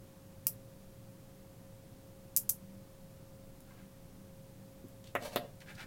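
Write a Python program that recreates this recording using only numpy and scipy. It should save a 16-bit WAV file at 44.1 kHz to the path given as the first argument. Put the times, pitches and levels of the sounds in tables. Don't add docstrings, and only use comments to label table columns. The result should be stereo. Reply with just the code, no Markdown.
import sys
import numpy as np
from scipy import signal
from scipy.fft import rfft, irfft
from scipy.io import wavfile

SR = 44100
rng = np.random.default_rng(int(sys.argv[2]) if len(sys.argv) > 2 else 0)


def to_wav(s):
    ch = np.atleast_2d(s).T
    pcm = np.round(np.clip(ch, -1, 1) * 32767)
    wavfile.write(sys.argv[1], SR, pcm.astype(np.int16))


N = 258426
TIME = np.arange(N) / SR

# (time [s], level of the burst's energy [dB], fading time of the chatter [s],
# brightest frequency [Hz], strength of the first rebound [share], boost or cut of the low cluster knock [dB])
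SNAPS = [(0.469, 5.5, 0.00067, 14000, 0.65, 3), (2.3644, 6, 0.00071, 8600, 0.046, -8),
         (2.3725, 5, 0.00057, 12900, 0.5, 0), (2.4929, 0.5, 0.00015, 10300, .12, -8),
         (2.4962, 4.5, 0.00055, 10200, .18, -3), (3.6055, -30.5, .0005, 9000, .2, 0),
         (4.8848, -32.5, .0005, 10000, .2, 4), (5.1513, -17, 0.0023, 9250, .13, 17),
         (5.3597, -7, .0015, 11200, 0.065, 20)]
# (frequency [Hz], level [dB])
BALL_COLOUR = [(100, -37), (600, -20.5), (1300, -14), (2800, -16.5), (3500, -13), (4500, -7), (5500, -4),
               (6700, 0.5), (7450, 0), (8400, -5.5), (10100, 0.5), (13000, 3), (14200, 6.5), (16500, -5)]
# (frequency [Hz], gain [dB])
SNAP_SHADOW = [(500, -2), (1500, -16), (3000, -17.5), (5500, -25), (8000, -28), (12000, -31), (16000, -25)]


def snaps(pull_s=0.00015, chatter=0.9, rebound_s=0.000373, focus_db=7.0, body_hz=3400, soft_hz=9800, order=6):
    out = np.zeros(N)
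    t = np.arange(-128, 384) / SR
    hz = np.fft.rfftfreq(len(t), 1 / SR)
    delay = np.exp(-2j * np.pi * hz * rebound_s)
    bounce = delay / (1 + (hz / soft_hz) ** order)
    for s, db, settle_s, bright_hz, rebound, body_db in SNAPS:
        envelope = np.exp(-np.maximum(-t / pull_s, t / settle_s))
        contacts = chatter * rng.standard_normal(len(t)) * envelope
        contacts[t == 0] = 1
        smear = np.exp(1j * np.angle(rfft(contacts)))
        rebounds = 1 + rebound * bounce + (rebound * bounce) ** 2
        fade_in = np.exp(np.minimum(t, 0) / (2 * pull_s))
        clicks = irfft(smear * rebounds) * fade_in

        def ball_db(f):
            octaves_away = abs(np.log2((f + 1) / bright_hz))
            return read(BALL_COLOUR, f) - focus_db * np.minimum(octaves_away, 1)

        burst = colour(clicks, ball_db)
        burst = colour(burst, lambda f: body_db / (1 + (f / body_hz) ** order))
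        add(out, s + t[0], amp(db) * unit_energy(burst))
    left = out + room(out, wet_db=-3.5)
    right = colour(out + room(out, wet_db=5.5), lambda f: read(SNAP_SHADOW, f))
    return np.array([left, right])


# (time [s], level of the push before its treble is cut [dB],
# highest frequency that the contact excites [Hz], tilt [dB per octave])
KNOCKS = [(4.84, -8.5, 340, 0.5), (5.1518, 1.5, 2380, 5), (5.36, 1.5, 4900, 0.85), (5.748, -23, 198, -9)]


def knocks(low_hz=110, order=14):
    force = np.zeros(N)
    push = signal.unit_impulse(1024)
    for s, db, top_hz, tilt_db in KNOCKS:
        def push_db(hz):
            tilt = tilt_db * np.log2((hz + 50) / 700)
            return tilt - 10 * np.log10(1 + (hz / top_hz) ** order)

        add(force, s, amp(db) * colour(push, push_db))
    high_pass = signal.butter(2, low_hz, "high", fs=SR, output="sos")
    return table_top(signal.sosfilt(high_pass, force))


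# (frequency [Hz], level [dB], time to fall by 60 dB [s],
# lag at the right microphone [radians])
TABLE_MODES = [(187.6, -9.5, 0.15, -1.1), (273, -1, 0.12, 0.63), (377, -11, 0.12, -1.4),
               (451, -0.5, 0.064, 0.18), (554, 12, 0.042, 0.77), (608, 2, 0.12, 0.68),
               (698, 4, 0.059, 0.54), (774, -24, 0.16, 1.2), (960, -3.5, 0.087, 1.1),
               (1280, -5, 0.043, 0.22), (1816, -4, 0.08, 1.5), (1890, -16, 0.24, -1.6),
               (2617, -3, 0.09, 0.66)]
# (frequency [Hz], level [dB])
TABLE_WASH = [(50, -31), (130, -36), (245, -5), (320, -3), (450, 3), (620, -16), (1000, 2), (1600, -1.5),
              (2600, -1.5), (4000, 2), (8000, -20), (16000, -8.5)]


def table_top(force, wash_db=-3, wash_t60=0.11, thud_db=-8, thud_s=0.0058, echo_s=0.0086, echo_db=-4):
    t = np.arange(SR // 2) / SR
    washes, thuds = noise_pair(len(t)), noise_pair(len(t))
    out = []
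    for side in range(2):
        modes = np.zeros(len(t))
        for hz, db, t60, lag in TABLE_MODES:
            modes += amp(db - 60 * t / t60) * np.sin(2 * np.pi * hz * t - side * lag)
        dense = colour(washes[side] * amp(-60 * t / wash_t60), lambda hz: read(TABLE_WASH, hz))
        thud = colour(thuds[side] * np.exp(-t / thud_s), lambda hz: read(TABLE_WASH, hz))
        ring = unit_energy(modes)
        ring += amp(wash_db) * unit_energy(dense)
        ring += amp(thud_db) * unit_energy(thud)
        add(ring, echo_s, amp(echo_db) * ring)
        out.append(signal.oaconvolve(force, unit_energy(ring))[:N])
    return np.array([out[0], shaded(out[1])])


# (time of the middle [s], half length [s], level before colouring [dB])
SHOVES = [(5.253, 0.036, -42), (5.333, 0.019, -46.5)]
# (frequency [Hz], level [dB])
SCRAPE_COLOUR = [(200, -59), (600, 13.5), (1100, 4.5), (2400, 4), (4200, 3), (8000, -3.5), (12000, -3.5),
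                 (16000, -10)]
PRESS_DB = -2
JUDDER_AFTER_S, JUDDER_HALF_S, JUDDER_DB = 0.047, 0.056, -38.5
ROCK_HZ, ROCK_WIDTH_HZ, ROCK_DROP_DB = 662, 69, 8.5


def slide(right_db=-0.5):
    slips = unit_rms(grit(per_s=6100, spread_db=3))
    shoved = slips * sum(amp(db) * swell(s, half_s) for s, half_s, db in SHOVES)
    scrape = colour(shoved, lambda hz: read(SCRAPE_COLOUR, hz))
    left = scrape + room(scrape, wet_db=-2.0)
    right = shaded(room(scrape, wet_db=-0.5))
    force = amp(PRESS_DB) * shoved
    for s, db, top_hz, _ in KNOCKS:
        strength = swell(s + JUDDER_AFTER_S, JUDDER_HALF_S) * (TIME > s)
        judder = amp(db + JUDDER_DB) * slips * strength
        force += colour(judder, lambda hz: -20 * np.log10(1 + (hz / top_hz) ** 2))

    def rock_db(hz):
        peak = 1 / (1 + ((hz - ROCK_HZ) / ROCK_WIDTH_HZ) ** 2)
        return ROCK_DROP_DB * (peak - 1)

    board = table_top(colour(force, rock_db), wash_db=-5, thud_db=-14)
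    return np.array([left, right]) + amp([[0], [right_db]]) * board


# (time of the middle [s], half length [s], level at the middle [dB],
# brightest frequency [Hz])
BRUSHES = [(3.71, .035, -59.5, 1180), (3.792, 0.056, -62.5, 1570), (5.043, 0.0021, -50, 3580),
           (5.074, .003, -52, 3560), (5.079, 0.022, -56, 3200), (5.606, 0.0026, -50, 4300),
           (5.62, 0.012, -48.5, 1960), (5.701, 0.033, -48.5, 1680), (5.753, 0.0068, -51.5, 4570),
           (5.809, 0.032, -43.5, 1760)]
# (distance from the brightest frequency [octaves], level [dB])
SKIN_COLOUR = [(-3, -15), (-1.2, -12), (-.6, -9), (-.25, -1), (.1, 0), (.45, -6), (1, -10), (2, -19),
               (3, -27)]


def brushes(right_db=-1):
    out = np.zeros(N)
    octaves, skin_db = np.transpose(SKIN_COLOUR)
    for s, half_s, db, bright_hz in BRUSHES:
        slips = grit(per_s=4600, spread_db=1.5)
        rub = colour(slips, lambda hz: np.interp(np.log2((hz + 1) / bright_hz), octaves, skin_db))
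        out += amp(db) * unit_rms(rub) * swell(s, half_s)
    left = out + room(out, wet_db=-5.5)
    right = amp(right_db) * shaded(room(out, wet_db=2.5))
    return np.array([left, right])


# (frequency [Hz], gain [dB])
SHADOW = [(100, 2), (400, 1.5), (700, 0.5), (1100, -3.5), (2400, -5), (4400, -12.5), (8000, -17),
          (16000, -14)]


def shaded(x):
    return colour(x, lambda hz: read(SHADOW, hz))


# (frequency [Hz], time to fall by 60 dB [s])
ROOM_T60 = [(300, 0.23), (1500, 0.077), (6000, 0.11), (11000, 0.13), (16000, 0.1)]


def room(x, wet_db, gap_s=0.0015, late_db=-17, late_stretch=1.7):
    hz, t, z = signal.stft(rng.standard_normal(SR // 2), SR, nperseg=256)
    fall_db = -60 * t / read(ROOM_T60, hz)[:, None]
    fall = np.hypot(amp(fall_db), amp(late_db + fall_db / late_stretch))
    tail = signal.istft(z * fall, SR, nperseg=256)[1]
    tail *= np.clip(np.arange(len(tail)) / (gap_s * SR) - 0.5, 0, 1)
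    return amp(wet_db) * signal.oaconvolve(x, unit_energy(tail))[:N]


# (frequency [Hz], level [dB per Hz])
AIR = [(12, -82.5), (24, -74.5), (33, -93), (48, -80.5), (62, -89), (100, -78), (180, -79.5), (215, -87),
       (260, -84.5), (450, -92.5), (1000, -98.5), (1700, -105), (5000, -117), (16000, -127)]
# (left level [dB per Hz], right level [dB per Hz])
HISS_DB = [-105.3, -107.7]
# (frequency [Hz], left level [dB], right level [dB], unsteady share [0-1])
FAN = [(112.3, -66, -62.5, 0.87), (192.7, -63.5, -62.5, 0.91), (538.1, -67.5, -60.5, 0.21)]


def room_tone(waver_hz=5, right_db=1.24):
    hz = np.fft.rfftfreq(N, 1 / SR)
    rush = irfft(rfft(noise_pair(N)) * amp(read(AIR, hz)), N)
    rush[1] *= amp(right_db)
    hiss = amp(HISS_DB)[:, None] * rng.standard_normal((2, N))
    out = np.sqrt(SR / 2) * (rush + hiss)
    for tone_hz, left_db, far_db, unsteady in FAN:
        share = np.clip(unsteady, 0, 1)
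        waver = np.sqrt(1 - share ** 2) + share * drift(waver_hz)
        tone = waver * np.exp(2j * np.pi * (tone_hz * TIME + rng.random()))
        out += amp([[left_db], [far_db]]) * unit_rms(tone.real)
    return out


# (frequency [Hz], likeness [0-1])
AIR_SAME = [(130, 0.97), (300, 0.63), (640, 0.3), (1400, 0)]


def noise_pair(size):
    a, b = rfft(rng.standard_normal((2, size)))
    same = np.clip(read(AIR_SAME, np.fft.rfftfreq(size, 1 / SR)), -1, 1)
    right = same * a + np.sqrt(1 - same ** 2) * b
    return irfft(np.array([a, right]), size)


def drift(rate_hz):
    hz = np.fft.fftfreq(N, 1 / SR)
    z = np.fft.ifft(np.exp(-(hz / rate_hz) ** 2 + 2j * np.pi * rng.random(N)))
    return z / np.std(z)


def grit(per_s, spread_db):
    size = amp(spread_db * np.minimum(rng.exponential(1, N), 4))
    return size * rng.standard_normal(N) * (rng.random(N) < per_s / SR)


def swell(middle_s, half_s):
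    return np.exp(-((TIME - middle_s) / half_s) ** 2)


def colour(x, db_at, size=2048):
    gain = amp(db_at(abs(np.fft.fftfreq(size, 1 / SR))))
    log_gain = np.log(np.maximum(gain, 1e-5))
    taps = np.fft.ifft(np.exp(np.conj(signal.hilbert(log_gain)))).real
    return signal.oaconvolve(x, taps[:size // 2])[:len(x)]


def read(points, hz):
    f, value = np.transpose(points)
    return np.interp(np.log(hz + 1), np.log(f + 1), value)


def add(mix, s, sound):
    part = mix[round(s * SR):][:len(sound)]
    part += sound[:len(part)]


def amp(db):
    return 10 ** (np.asarray(db) / 20)


def unit_rms(x):
    return x / np.sqrt(np.mean(x ** 2) + 1e-30)


def unit_energy(x):
    return x / np.sqrt(np.sum(x ** 2) + 1e-30)


def scene():
    return snaps() + knocks() + slide() + brushes() + room_tone()


def record(dry, edge_hz=16350):
    low_pass = signal.firwin(255, edge_hz, window=("kaiser", 9), fs=SR)
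    return signal.oaconvolve(dry, low_pass[None], "same")


dry = scene()
out = record(dry)
to_wav(out)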